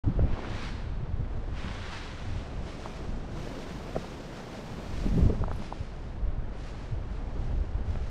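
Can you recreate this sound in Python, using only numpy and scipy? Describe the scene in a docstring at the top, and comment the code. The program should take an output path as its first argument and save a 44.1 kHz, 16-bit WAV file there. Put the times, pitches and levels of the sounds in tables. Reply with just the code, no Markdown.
"""Beside a cliff, a paraglider pilot throws the wing open and swings away under it.
We ride just above the helmet: the air roars and hisses with speed, and eddies buffet the microphone,
throbbing and hooting across its port. Sleeves brush the harness, the throw whooshes past, and lines
zip over cloth and snap taut with small dull knocks. Nylon swishes and crackles as it pays out and fills."""
import sys
import numpy as np
from scipy import signal
from scipy.fft import rfft, irfft
from scipy.io import wavfile
from scipy.ndimage import uniform_filter1d

SR = 44100
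rng = np.random.default_rng(int(sys.argv[2]) if len(sys.argv) > 2 else 0)


def transcribe(signal):
    """Save signal, clipped to [-1, 1], as a 16-bit WAV file at the path in sys.argv[1]."""
    frames = np.atleast_2d(signal).T
    limited = np.clip(frames, -1, 1)
    pcm = np.round(limited * 32767).astype(np.int16)
    wavfile.write(sys.argv[1], SR, pcm)


N = 357210
TIME = np.arange(N) / SR

# The tone colours of the noise layers. Each row: frequency in Hz, relative level in dB.
ROAR_SPECTRUM = [(100, -20.5), (220, 3), (380, 1), (650, -2), (1000, -7.5), (1600, -13), (2500, -21),
                 (4500, -29.5), (9000, -68), (14000, -89)]
HISS_SPECTRUM = [(400, -25.5), (1200, 2.5), (2600, 4), (4000, 0.5), (5600, -1.5), (6500, -5), (8000, -9.5),
                 (9700, -17), (10500, -22.5), (12500, -29), (15500, -55)]
FIZZ_SPECTRUM = [(6000, -29), (9500, 4), (10500, -15), (11500, -1), (12300, 3), (13500, -2), (15500, -7.5)]
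BUFFET_SPECTRUM = [(8, -9), (20, 4.5), (30, -0.5), (52, -0.5), (80, -6.5), (120, -10.5), (200, -33),
                   (400, -46), (900, -104)]
FLUTTER_SPECTRUM = [(50, -22.5), (100, -3.5), (135, 1.5), (200, 2), (300, -8.5), (450, -24), (800, -49.5),
                    (2000, -87)]
SLEEVE_SPECTRUM = [(500, -14), (1300, 7), (2600, 4.5), (5300, -1), (7000, -7.5), (10000, -17), (14000, -41)]
ZIP_SPECTRUM = [(6000, -15), (9000, -7), (10900, -1), (12000, -9), (13300, -12), (14500, -32)]
NYLON_SPECTRUM = [(150, -15), (400, -3), (800, 11), (1600, 11), (2500, 6.5), (4000, -0.5), (6000, -9.5),
                  (10000, -61)]

# The air stream, growing with speed. Each row: time in seconds, level in dB relative to full speed.
STREAM_LEVEL = [(0.04, -10.5), (1.0, -16), (1.45, -9.5), (2.1, -12.5), (2.6, -5.5), (2.95, -1.5),
                (3.27, -6.5), (3.39, 0.5), (4.25, -1.5), (4.8, -1), (5.0, 1), (5.25, -0.5), (5.45, -6.5),
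                (5.8, -16), (6.15, -13.5), (6.42, -13.5), (6.85, -11.5), (7.45, -8.5), (8.1, -12.5)]
# The bed of buffeting between gusts, weakest in mid flight. Each row: time in seconds, level in dB.
BREEZE_LEVEL = [(0.04, -47), (0.42, -37.5), (0.8, -38), (1.5, -33), (2.0, -40), (3.0, -41), (3.9, -41.5),
                (4.5, -48.5), (5.0, -39.5), (5.5, -30), (5.72, -40), (6.05, -37), (6.5, -36.5), (6.8, -38),
                (7.15, -33), (7.65, -34.5), (8.1, -32)]
# Passing gusts. Each row: centre in seconds, buffet in dB, half length in seconds, flutter in dB.
GUSTS = [(0.067, -26.5, 0.063, -35.5), (0.191, -24.5, 0.042, -36), (0.233, -21.5, 0.045, -34.5),
         (0.324, -22.5, 0.022, -33.5), (0.528, -32, 0.047, -41.5), (0.69, -36, 0.094, -42.5),
         (0.93, -33, 0.15, -45.5), (1.19, -32, 0.071, -43.5), (1.363, -30, 0.033, -50),
         (1.53, -35, 0.032, -56), (1.674, -51, 0.036, -38.5), (2.33, -31, 0.092, -47.5),
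         (2.598, -33.5, 0.062, -43.5), (3.125, -32, 0.11, -41.5), (3.39, -40, 0.12, -45.5),
         (3.75, -46, 0.034, -42), (3.965, -37, 0.027, -36.5), (4.746, -43, 0.061, -41.5),
         (4.973, -31, 0.075, -43), (5.08, -25.5, 0.052, -33), (5.142, -25, 0.029, -28.5),
         (5.19, -31, 0.022, -25.5), (5.256, -23, 0.077, -28), (5.412, -29, 0.043, -37.5),
         (5.609, -47, 0.033, -40), (5.814, -33, 0.014, -60), (6.274, -28, 0.064, -57),
         (6.397, -33.5, 0.14, -65), (6.958, -32.5, 0.047, -58), (7.44, -31.5, 0.05, -54),
         (7.54, -29, 0.067, -46), (7.8, -31, 0.034, -45), (7.904, -33, 0.03, -56), (7.973, -31, 0.031, -59)]
# Single throbbing eddies. Each row: centre in seconds, level in dB, half length in seconds, pitch in Hz.
PUFFS = [(0.081, -21, 0.015, 90.7), (0.095, -27.5, 0.023, 190.2), (0.227, -19.5, 0.011, 63.9),
         (0.872, -43, .018, 119.5), (1.032, -30.5, 0.011, 116), (1.11, -36.5, 0.013, 129.8),
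         (1.141, -25, 0.011, 62), (1.205, -28, 0.017, 88), (1.236, -25, 0.011, 52),
         (3.366, -38, 0.064, 136.6), (5.084, -34, 0.018, 113.7), (5.157, -31.5, .018, 170),
         (5.192, -24, 0.0091, 150.6), (5.236, -19, 0.021, 46), (5.269, -21.5, 0.013, 71.6),
         (5.413, -28.5, 0.014, 87.8), (5.81, -31.5, 0.0061, 65), (6.243, -31, 0.013, 45.3),
         (6.281, -26, 0.012, 81.8), (6.391, -30.5, 0.012, 58.6), (6.935, -29, 0.02, 109.3),
         (7.395, -28.5, .011, 64.6), (7.427, -32.5, 0.011, 130), (7.579, -24.5, 0.016, 40),
         (7.617, -23, 0.011, 47.9), (7.76, -26, 0.013, 58), (7.906, -27.5, 0.012, 92.3),
         (8.018, -29, .012, 70)]
# Vortices shed at the microphone port by the strongest gusts.
# Each row: start in seconds, level in dB, hold in seconds, starting pitch in Hz.
VORTICES = [(0.238, -39, 0.0031, 430), (0.251, -31, 0.0042, 268), (5.061, -31.5, 0.0062, 290),
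            (5.171, -30, 0.0058, 255.6), (5.179, -27, 0.0074, 386), (5.231, -33.5, .003, 339),
            (5.268, -38, 0.0052, 367), (5.291, -31, .003, 289.2), (5.298, -29, 0.009, 385),
            (5.325, -34, .003, 400), (5.333, -38.5, .006, 501), (5.349, -49, 0.009, 850)]
# Sleeves on the harness. Each row: centre in seconds, level in dB, half length in seconds.
BRUSHES = [(0.5, -53, 0.0091), (0.65, -55, 0.048), (1.745, -50, 0.0073), (1.94, -53, .012),
           (1.973, -49, 0.0053), (2.06, -56, 0.03), (2.695, -52, 0.057), (2.85, -52.5, 0.08),
           (2.97, -55, 0.019), (3.46, -56, 0.055), (3.62, -52.5, 0.031), (3.715, -54, 0.035),
           (4.03, -55, 0.14), (4.375, -51.5, 0.038), (4.565, -53, 0.067), (4.99, -54.5, 0.1),
           (5.53, -58.5, 0.06), (5.64, -54, 0.053), (5.78, -55.5, 0.14), (6.05, -62, 0.13),
           (6.61, -57, 0.076), (6.685, -59, 0.031), (6.81, -56.5, 0.14), (7.14, -62, 0.064),
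           (7.45, -63, 0.073), (7.92, -57, 0.064), (8.06, -57.5, 0.078)]
# Lines running over fabric. Each row: centre in seconds, level in dB, half length in seconds.
ZIPS = [(5.08, -70, .015), (5.168, -69, 0.02), (5.533, -77, .012), (5.566, -64, 0.004), (5.572, -69, 0.045)]
# Tugs of the rigging. Each row: centre in seconds, level in dB, pitch in Hz, half length in milliseconds.
KNOCKS = [(0.1939, -21, 500, 1.46), (0.372, -34, 950, 0.92), (0.3925, -24, 700, 0.7),
          (0.447, -31, 1400, 1.1), (2.8598, -24.5, 990, 0.86), (3.475, -28.5, 460, 1.4),
          (3.9545, -29, 597, 2.3), (3.9582, -33, 1800, 0.52), (3.9638, -18, 580, 1.35),
          (3.9654, -21.5, 364, 2.4), (3.9700, -31, 580, 2.3), (4.0460, -26.5, 750, 0.59),
          (5.417, -27, 400, 1.8), (5.4399, -20.5, 1060, 0.7), (5.4825, -24.5, 770, 0.85),
          (5.5154, -21, 1000, 0.47), (5.6222, -29.5, 950, 0.62), (5.7262, -22.5, 880, 1.2),
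          (7.957, -24, 800, 0.22)]
# The ring of the microphone mount. Each row: pitch in Hz, gain in dB, time to fall 60 dB in seconds.
MOUNT_MODES = [(414, -11.5, 0.022), (784, 15, 0.0023), (1340, -18.5, 0.026)]
# Strokes of sliding nylon. Each row: start, end, rise and fall in seconds, swish in dB, hiss in dB.
SWISHES = [(0.347, 0.472, 0.06, 0.38, -51, -61), (0.558, 0.655, 0.089, 0.14, -47, -52),
           (1.584, 1.88, 0.037, 0.068, -48, -54), (1.933, 1.948, 0.053, 0.2, -44.5, -50),
           (2.2, 2.407, 0.2, 0.16, -55.5, -56.5)]
# The rustle sharpens as the cloth slides faster. Each row: time in seconds, band centre in Hz.
WEAVE_PITCH = [(0.35, 2000), (0.65, 4236), (1.58, 2600), (1.95, 4010), (2.4, 3190)]


def amp(db):
    return 10 ** (np.asarray(db) / 20)


def unit(x):
    return x / np.sqrt(np.mean(x ** 2) + 1e-20)


def curve(rows):
    """Straight ramps between rows of time and value."""
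    return np.interp(TIME, *np.transpose(rows))


def stroke(start, end, rise_s, fall_s):
    """An envelope that grows until the start, holds, and dies away after the end."""
    return np.exp(np.minimum(TIME - start, 0) / rise_s - np.maximum(TIME - end, 0) / fall_s)


def swells(rows, power=1):
    """An envelope with one bell-shaped swell a row; with power=2 overlaps add as noises do."""
    total = np.zeros(N)
    for centre, db, half_s in rows:
        near = slice(*np.searchsorted(TIME, [centre - 4 * half_s, centre + 4 * half_s]))
        total[near] += (amp(db) * np.exp(-((TIME[near] - centre) / half_s) ** 2)) ** power
    return total ** (1 / power)


def together(*levels):
    """The level of several noises at once: their powers add."""
    return np.sqrt(sum(level ** 2 for level in levels))


def colour(x, spectrum):
    """Equalises x with the spectrum, at rms 1."""
    hz, db = np.transpose(spectrum)
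    freqs = np.fft.rfftfreq(N, 1 / SR)
    gain = amp(np.interp(np.log(freqs + 1), np.log(hz), db))
    return unit(irfft(rfft(x) * gain, N))


def wander(rate_hz):
    """A smooth random drift, rms about 1, rolled off above the rate."""
    size = N // 20
    freqs = np.fft.rfftfreq(size, TIME[-1] / size)
    drift = unit(irfft(rfft(rng.standard_normal(size)) / (1 + (freqs / rate_hz) ** 4), size))
    return np.interp(TIME, np.linspace(0, TIME[-1], size), drift)


def turbulence(spectrum, churn_db, churn_hz):
    """Coloured noise that comes in lumps."""
    return colour(rng.standard_normal(N) * amp(churn_db * wander(churn_hz)), spectrum)


def levelled(x, span_s):
    """Evens out the slow swells of a noise and keeps its single eddies."""
    size = int(span_s * SR)
    power = uniform_filter1d(uniform_filter1d(x ** 2, size), size)
    return x / np.sqrt(power + 1e-6)


def lowpass(x, hz, order):
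    return signal.sosfilt(signal.butter(order, hz, fs=SR, output="sos"), x)


def gusts():
    """Two envelopes: how hard the passing gusts push and how hard they flutter."""
    push = swells([(s, db, half_s) for s, db, half_s, _ in GUSTS], power=2)
    flutter = swells([(s, db, half_s) for s, _, half_s, db in GUSTS], power=2)
    return push, flutter


def airstream(roar_slope=0.31, hiss_slope=1.1, fizz_slope=4.8, fizz_full_db=-1, fizz_swell_s=0.22):
    """Air tears past helmet and lines: a lumpy roar, a smoother hiss, and fizz at top speed."""
    stream_db = curve(STREAM_LEVEL)  # each voice gains its slope in dB for one dB of stream
    _, gust_flutter = gusts()
    rush = turbulence(ROAR_SPECTRUM, churn_db=1.0, churn_hz=41.4)
    dull_rush = lowpass(turbulence(ROAR_SPECTRUM, churn_db=-1.5, churn_hz=45), hz=740, order=2)
    roar = amp(-43.5 + roar_slope * stream_db) * rush + amp(-16) * gust_flutter * dull_rush
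    hiss = amp(-53.5 + hiss_slope * stream_db) * turbulence(HISS_SPECTRUM, churn_db=0.8, churn_hz=59)
    sustained_db = uniform_filter1d(stream_db, int(fizz_swell_s * SR))
    fizz_level = amp(-74.5 + fizz_slope * np.minimum(sustained_db - fizz_full_db, 0))
    fizz = fizz_level * turbulence(FIZZ_SPECTRUM, churn_db=-0.5, churn_hz=60)
    return roar + hiss + fizz


def buffeting(calm_hz=190, bright_db=-35, flutter_slope=0.26):
    """Large eddies push on the diaphragm; small ones ride their peaks and brighten as the gust grows."""
    gust_push, gust_flutter = gusts()
    push = together(gust_push, amp(curve(BREEZE_LEVEL)))
    flutter = together(gust_flutter, amp(-45.5 + flutter_slope * curve(STREAM_LEVEL)))
    large = levelled(turbulence(BUFFET_SPECTRUM, churn_db=1.0, churn_hz=26.2), span_s=0.033)
    small = turbulence(FLUTTER_SPECTRUM, churn_db=1.5, churn_hz=50.3) * (1 + 0.13 * abs(large))
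    soft = lowpass(small, calm_hz, order=1)
    brightness = np.clip(flutter / amp(bright_db), 0, 1)
    small = levelled(soft + brightness * (small - soft), span_s=0.078)
    return push * large + flutter * small


def puffs(waver=0.24, waver_hz=45):
    """Low throbs: each passing eddy pushes a few uneven times on the diaphragm."""
    out = np.zeros(N)
    for centre, db, half_s, hz in PUFFS:
        cycles = np.cumsum(hz * (1 + waver * wander(waver_hz))) / SR
        out += swells([(centre, db, half_s)]) * np.sqrt(2) * np.sin(2 * np.pi * cycles)
    return out


def vortices(waver=0.1446, waver_hz=130, rough_db=2, tear_db=-15, tear_hz=300, octaves_per_s=5.1):
    """Rough hoots that rise as air cuts faster across the port, tearing into a faint ragged octave."""
    out = np.zeros(N)
    wobble = 1 + waver * wander(waver_hz)
    roughness = amp(rough_db * wander(waver_hz))
    tear = amp(tear_db) * wander(tear_hz)
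    for start, db, hold_s, hz in VORTICES:
        octaves = np.clip(octaves_per_s * (TIME - start), -1, 1)
        phase = 2 * np.pi * np.cumsum(hz * wobble * 2 ** octaves) / SR
        hoot = np.sqrt(2) * (np.sin(phase) + tear * np.sin(2 * phase))
        out += amp(db) * stroke(start, start + hold_s, rise_s=0.0011, fall_s=0.003) * hoot
    return roughness * out


def sleeves():
    """Short grainy brushes of jacket against harness."""
    return swells(BRUSHES) * turbulence(SLEEVE_SPECTRUM, churn_db=1.0, churn_hz=160)


def throw():
    """A low whoosh of air pushed aside as the arm swings the packed wing out."""
    level = amp(-42) * stroke(start=0.42, end=0.5, rise_s=0.4, fall_s=0.14)
    return level * turbulence(ROAR_SPECTRUM, churn_db=0.0, churn_hz=44)


def zips():
    """Thin lines run briefly over cloth, catching as they go."""
    return swells(ZIPS) * turbulence(ZIP_SPECTRUM, churn_db=4.5, churn_hz=250)


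def rigging(ring_rise_s=0.0015):
    """Lines and risers snap taut: each tug is a quick push and rebound that sets the mount ringing."""
    out = np.zeros(N)
    lead = SR // 50  # room for the push to build before its centre
    t = np.arange(-lead, 2 * lead) / SR
    after = np.maximum(t, 0)
    ring = sum(amp(db - 60 * after / t60) * np.sin(2 * np.pi * hz * after) for hz, db, t60 in MOUNT_MODES)
    ring *= 1 - np.exp(-after / ring_rise_s)
    for centre, db, hz, half_ms in KNOCKS:
        tug = np.exp(-(1000 * t / half_ms) ** 2) * np.cos(2 * np.pi * hz * t)
        first = round(centre * SR) - lead
        out[first:first + len(t)] += amp(db) * (tug + ring)
    return out


def nylon(creases_per_s=700, crease_db=-4, spread_db=3.5, clump_db=3, weave_db=-9, weave_width_hz=1700):
    """Cloth slides on cloth: a hissing swish, clumps of tiny crease snaps, a gliding band of weave."""
    snap_db = spread_db * np.minimum(rng.exponential(1, N), 3) + clump_db * wander(rate_hz=25)
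    snaps = amp(snap_db) * rng.choice([-1, 1], N)
    creases = colour(snaps * (rng.random(N) < creases_per_s / SR), NYLON_SPECTRUM)
    slide = turbulence(NYLON_SPECTRUM, churn_db=0.5, churn_hz=40)
    hiss = turbulence(HISS_SPECTRUM, churn_db=0.3, churn_hz=60)
    carrier = np.exp(2j * np.pi * np.cumsum(curve(WEAVE_PITCH)) / SR)
    smear = wander(weave_width_hz) + 1j * wander(weave_width_hz)  # spreads the pitch into a broad band
    weave = unit((carrier * smear).real)
    swish_level = together(*(amp(db) * stroke(*shape) for *shape, db, _ in SWISHES))
    hiss_level = together(*(amp(db) * stroke(*shape) for *shape, _, db in SWISHES))
    return swish_level * (slide + amp(crease_db) * creases + amp(weave_db) * weave) + hiss_level * hiss


def scene():
    """The wind and the gear, mixed in mono."""
    wind = buffeting() + puffs() + vortices() + airstream()
    gear = throw() + nylon() + sleeves() + rigging() + zips()
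    return (wind + gear)[None]


def record(dry):
    """The sound starts after a brief silence with a quick fade in, and the very top of the treble is cut away."""
    open_s, fade_s, cutoff_hz = 0.036, 0.004, 15700
    opened = dry * np.clip((TIME - open_s) / fade_s, 0, 1)
    high_cut = signal.firwin(511, cutoff_hz, window=("kaiser", 9), fs=SR)
    return signal.oaconvolve(opened, high_cut[None], "same")


dry = scene()
out = record(dry)
transcribe(out)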